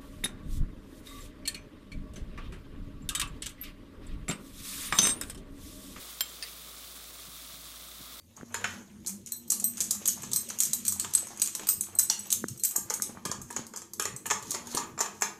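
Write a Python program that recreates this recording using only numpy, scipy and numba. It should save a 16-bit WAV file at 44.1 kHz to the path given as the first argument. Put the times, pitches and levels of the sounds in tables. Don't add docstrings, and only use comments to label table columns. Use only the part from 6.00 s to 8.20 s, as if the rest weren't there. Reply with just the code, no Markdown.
import sys
import numpy as np
from scipy import signal
from scipy.fft import rfft, irfft
from scipy.io import wavfile
from scipy.ndimage import uniform_filter1d
from numba import njit

SR = 44100
rng = np.random.default_rng(int(sys.argv[2]) if len(sys.argv) > 2 else 0)


def output_pcm(signal):
    pcm = np.clip(np.atleast_2d(signal).T, -1, 1) * 32767
    wavfile.write(sys.argv[1], SR, np.round(pcm).astype(np.int16))


def convert_level_to_amplitude(level_db):
    exponent = np.asarray(level_db, float) / 20
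    return 10 ** exponent


N = 97020

# frequency in Hz, rms level in dB, wobble in dB.
HUM_TONES = [(56.6, -61, .2), (169, -77, 1), (274, -75, 1)]
# centre in Hz, width in Hz, rms level in dB.
HOUSING_DRONE = [(173, 31, -72), (267, 11, -72)]
# frequency in Hz, level in dB.
AIR_COLOUR = [(45, -19), (70, -3), (95, -6), (130, -1), (340, -1), (420, -7), (650, 0), (850, -10)]
# time in seconds, level in dB.
DRAUGHT_LEVEL = [
    (0, -58),
    (0.12, -65),
    (0.3, -62),
    (1.2, -65.5),
    (1.4, -81),
    (2.0, -78),
    (2.2, -61),
]
# start in seconds, peak in dB, frequency in Hz, decay T60 in seconds.
SOFT_BUMPS = [(1.274, -53, 320, .035), (1.279, -48, 195, .04), (1.285, -50, 145, .04),
              (2.0055, -44, 200, .05), (2.003, -49, 290, .05), (2.012, -46, 140, .06),
              (2.011, -49, 350, .05), (0.387, -53, 1180, .04), (1.14, -56, 550, .04), (0.336, -56, 345, .1),
              (1.535, -54, 170, .08)]
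# frequency in Hz, level in dB, decay T60 in seconds.
TRAY_MODES = [(617, -7, 0.029), (744, -10, 0.018), (1085, -13, 0.026), (1536, -9, 0.017),
              (1815, -12.5, 0.016), (2167, -7.5, 0.012), (2635, -2.5, 0.01), (2790, -4, 0.014),
              (4160, -5.5, 0.012), (4570, -9.5, 0.012), (5190, -5.5, 0.0099), (5710, -9, 0.016),
              (9450, -4, 0.011), (12210, -6.5, .015)]
# frequency in Hz, level in dB, decay T60 in seconds.
HARD_STICK_MODES = [(1712, -21, .09), (2245, -21, .08), (3166, -3.5, .075), (4214, -16, .08),
                    (4420, -19, .05), (5170, -12, .1), (7228, -17, .11), (7456, -5.5, .11),
                    (9395, -16, .12), (12250, -16, .06), (13065, -5, .09), (13575, -8, .06),
                    (13745, -9, .08), (13815, -7, .09)]
# frequency in Hz, level in dB, decay T60 in seconds.
SOFT_STICK_MODES = [(1790, -5, .08), (2050, -12, .1), (2625, 0, .03), (3760, -7, .03), (4200, -6, .03),
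                    (4637, 2, .05), (5030, -1, .035), (5175, -2, .055), (6100, -4, .015), (9062, -3.5, .2),
                    (13070, -20, .08), (14310, -18, .1)]
# start in seconds, ring level in dB, knock level in dB.
HARD_CONTACTS = [
    (0.2073, -21.5, -18.5),
    (0.2575, -50, -48),
]
# start in seconds, ring level in dB, knock level in dB.
SOFT_CONTACTS = [
    (0.4254, -35, -31),
    (0.4312, -47, -39),
    (0.4365, -44, -37),
    (0.4395, -52, -41),
    (0.4415, -54, -42),
    (0.451, -58, -46),
    (0.4735, -62, -44),
    (0.4758, -56, -38),
    (0.482, -59, -40),
    (0.485, -62, -41),
]
# start in seconds, peak in dB, frequency in Hz, decay T60 in seconds.
FREE_END_RINGS = [
    (0.25, -52, 3165, .12),
    (0.29, -57, 3180, .3),
    (0.233, -46, 7445, .35),
    (0.233, -47, 7478, .35),
    (0.232, -50, 5170, .2),
    (0.235, -52, 2200, .15),
    (0.228, -54, 13810, .25),
    (0.445, -56, 4635, .3),
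    (0.452, -50, 1950, .1),
    (0.458, -53, 2150, .08),
]
# time in seconds, fizz level in dB, ringing of the well in dB.
FOAM_STATE = [
    (0.0, -47.5, -6.5),
    (0.451, -49.5, -4.5),
    (0.7, -48.5, -6),
    (1.1, -49, -5.5),
    (1.7, -49, -5),
    (2.2, -49.5, -1.5),
]
# frequency in Hz, level in dB.
FIZZ_COLOUR = [(600, -15), (1600, -8.5), (2800, -3.5), (4600, -0.5), (7000, 0), (10000, 0.5), (13000, -3),
               (16000, -2)]
# frequency in Hz, width in Hz, level in dB.
WELL_MODES = [(1184, 247, 13.5), (2110, 410, -4), (3540, 650, 4), (8530, 430, -11.5), (11400, 380, -9),
              (13200, 670, 1.5), (15300, 550, -5.5)]
# start in seconds, peak in dB, frequency in Hz.
LARGE_BUBBLES = [(0.647, -41, 4000), (1.073, -38, 7000), (1.22, -40, 5800), (0.5338, -39, 3910),
                 (0.7143, -39, 3770), (1.8123, -38, 6000), (1.914, -41, 3700), (1.886, -46, 1200),
                 (1.5425, -37, 4030), (1.545, -39, 3900), (1.728, -41, 3700), (2.024, -39, 6200)]


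def level(x, db):
    return x * convert_level_to_amplitude(db) / np.sqrt(np.mean(x ** 2))


def band(x, hz, width_hz):
    return signal.lfilter(*signal.iirpeak(min(hz, .45 * SR), hz / width_hz, fs=SR), x)


def high_pass(x, order, hz):
    return signal.sosfilt(signal.butter(order, hz, "high", fs=SR, output="sos"), x)


def colour(x, points):
    f = np.maximum(np.arange(N // 2 + 1) * SR / N, 1)
    hz, db = np.array(points).T
    low_edge = np.minimum(f / hz[0], 1) ** 2
    return irfft(rfft(x) * low_edge * convert_level_to_amplitude(np.interp(np.log(f), np.log(hz), db)), N)


def walk(rate):
    k = int(SR / rate)
    steps = np.repeat(rng.standard_normal(N // k + 1), k)
    drift = uniform_filter1d(uniform_filter1d(steps, k), k)[:N]
    return (drift - drift.mean()) / drift.std()


def envelope(times, db):
    return convert_level_to_amplitude(np.interp(np.arange(N) / SR, times, db))


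@njit
def grains(count, start, hz, t60, size, glide):
    y = np.zeros(count)
    for k in range(len(start)):
        first = int(start[k] * SR)
        n = int(t60[k] * SR) + 2
        fade = np.exp(-np.log(1000.) / n)
        rise = (1 + glide) ** (3 / n)
        phase, step, a = 0., 2 * np.pi * hz[k] / SR, size[k]
        for i in range(first, min(first + n, count)):
            y[i] += a * np.sin(phase)
            phase += step
            step = min(step * rise, 2.9)
            a *= fade
    return y


def room_air():
    air = signal.lfilter(*signal.butter(2, 1100, fs=SR), rng.standard_normal(N))
    return level(colour(air, AIR_COLOUR), -62) * convert_level_to_amplitude(0.7 * walk(1.06))


def draught():
    times, db = np.array(DRAUGHT_LEVEL).T
    murmur = band(rng.standard_normal(N), 455, width_hz=320)
    return level(murmur, 0) * envelope(times, db)


def motor():
    t = np.arange(N) / SR
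    out = np.zeros(N)
    for hz, db, wobble_db in HUM_TONES:
        out += np.sqrt(2) * convert_level_to_amplitude(db + wobble_db * walk(5.5)) * np.sin(2 * np.pi * hz * t)
    for hz, width_hz, db in HOUSING_DRONE:
        out += level(band(rng.standard_normal(N), hz, width_hz), db)
    return out


def bumps():
    start, db, hz, t60 = np.array(SOFT_BUMPS).T
    return high_pass(grains(N, start, hz, t60, convert_level_to_amplitude(db), -.25), 3, 95)


def room(x):
    t = np.arange(SR // 2) / SR
    t60_s, onset_s = .25, 0.0025
    tail = rng.standard_normal(len(t)) * convert_level_to_amplitude(-60 * t / t60_s) * np.minimum(t / onset_s, 1)
    tail = signal.lfilter(*signal.butter(1, 3000, fs=SR), tail)
    return signal.fftconvolve(x, tail / np.sqrt(np.sum(tail ** 2)))[:N] * convert_level_to_amplitude(-15)


def stick_ring(t, modes, db):
    hz, mode_db, t60 = np.array(modes).T
    ring = grains(len(t), .0006 * rng.random(len(hz)), hz, t60, convert_level_to_amplitude(mode_db + db), 0.)
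    settle = np.exp(np.clip((.023 - t) / 0.0036, -50, 50))
    return ring * convert_level_to_amplitude(-15 / (1 + settle))


def tray_knock(t, db, scatter_db, detune, dull_hz, thin_hz):
    hz, mode_db, t60 = np.array(TRAY_MODES).T
    chance, delay, pitch = rng.random((len(hz), 3)).T
    dull = 1 / (1 + (hz / dull_hz) ** 4) / (1 + (thin_hz / hz) ** 4)
    sign = (-1.) ** np.arange(len(hz))
    size = sign * dull * convert_level_to_amplitude(mode_db + db + scatter_db * (2 * chance - 1.5))
    knock = grains(len(t), .0003 * delay, hz * (1 + detune * (pitch - .5)), t60, size, 0.)
    crack_s = 0.0026
    crack = rng.standard_normal(len(t)) * t / crack_s * np.exp(-2 * t / crack_s) * 5
    return knock + convert_level_to_amplitude(db - 2.5) * band(crack, 4060, width_hz=3500)


def taps(contacts, modes, low_hz, **blow):
    out, t = np.zeros(N), np.arange(SR // 4) / SR
    for start, ring_db, knock_db in contacts:
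        i = int(start * SR)
        out[i:i + len(t)] += stick_ring(t, modes, ring_db) + tray_knock(t, knock_db, **blow)
    return high_pass(out, 2, low_hz)


def stick():
    hard = taps(HARD_CONTACTS, HARD_STICK_MODES, low_hz=1200,
                scatter_db=1, detune=.01, dull_hz=14200, thin_hz=400)
    soft = taps(SOFT_CONTACTS, SOFT_STICK_MODES, low_hz=1700,
                scatter_db=3, detune=.08, dull_hz=6000, thin_hz=1500)
    return high_pass(hard + soft, 4, 510)


def free_end():
    start, db, hz, t60 = np.array(FREE_END_RINGS).T
    return grains(N, start, hz, t60, convert_level_to_amplitude(db), 0.)


def bubble_swarm():
    bursts_per_s, spread_db, loudest_db = 9000, 2.5, 15.5
    gap, pitch, strength = rng.random((30000, 3)).T
    start = np.cumsum(-np.log(1 - gap)) / bursts_per_s
    hz = 1184 + (17700 - 1184) * pitch
    size = convert_level_to_amplitude(np.minimum(-spread_db * np.log(1 - strength), loudest_db)) * np.sqrt(hz)
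    bursts = level(grains(N, start, hz, 2 * 3.24 / hz, size, 0.2), 0)
    mist = convert_level_to_amplitude(-1.4) * rng.standard_normal(N)
    swarm_db, flicker_db = .15 * walk(6.52), 0.62 * walk(60.32)
    return (bursts + mist) * convert_level_to_amplitude(swarm_db + flicker_db)


def well_ring(x):
    return sum(convert_level_to_amplitude(db + 0.36 * walk(11.44)) * band(x, hz, width_hz) for hz, width_hz, db in WELL_MODES)


def large_bubbles():
    start, db, hz = np.array(LARGE_BUBBLES).T
    return grains(N, start, hz, 22 / hz, convert_level_to_amplitude(db), 0.077)


def fizz():
    times, fizz_db, well_db = np.array(FOAM_STATE).T
    swarm = bubble_swarm()
    direct = level(colour(swarm, FIZZ_COLOUR), 0)
    ringing = level(colour(well_ring(swarm), FIZZ_COLOUR), 0) * envelope(times, well_db)
    return (direct + ringing) * envelope(times, fizz_db) + large_bubbles()


def scene():
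    background = room_air() + draught() + motor() + bumps()
    tapping = stick()
    return (background + tapping + room(tapping) + free_end() + fizz())[None]


def top_cut(x):
    return signal.sosfilt(signal.butter(12, 16660, fs=SR, output="sos"), x)


def record(dry):
    below_top = np.arange(N // 2 + 1) * SR / N < 15900
    mix = irfft(rfft(dry) * below_top, N)
    return top_cut(mix)


dry = scene()
out = record(dry)
output_pcm(out)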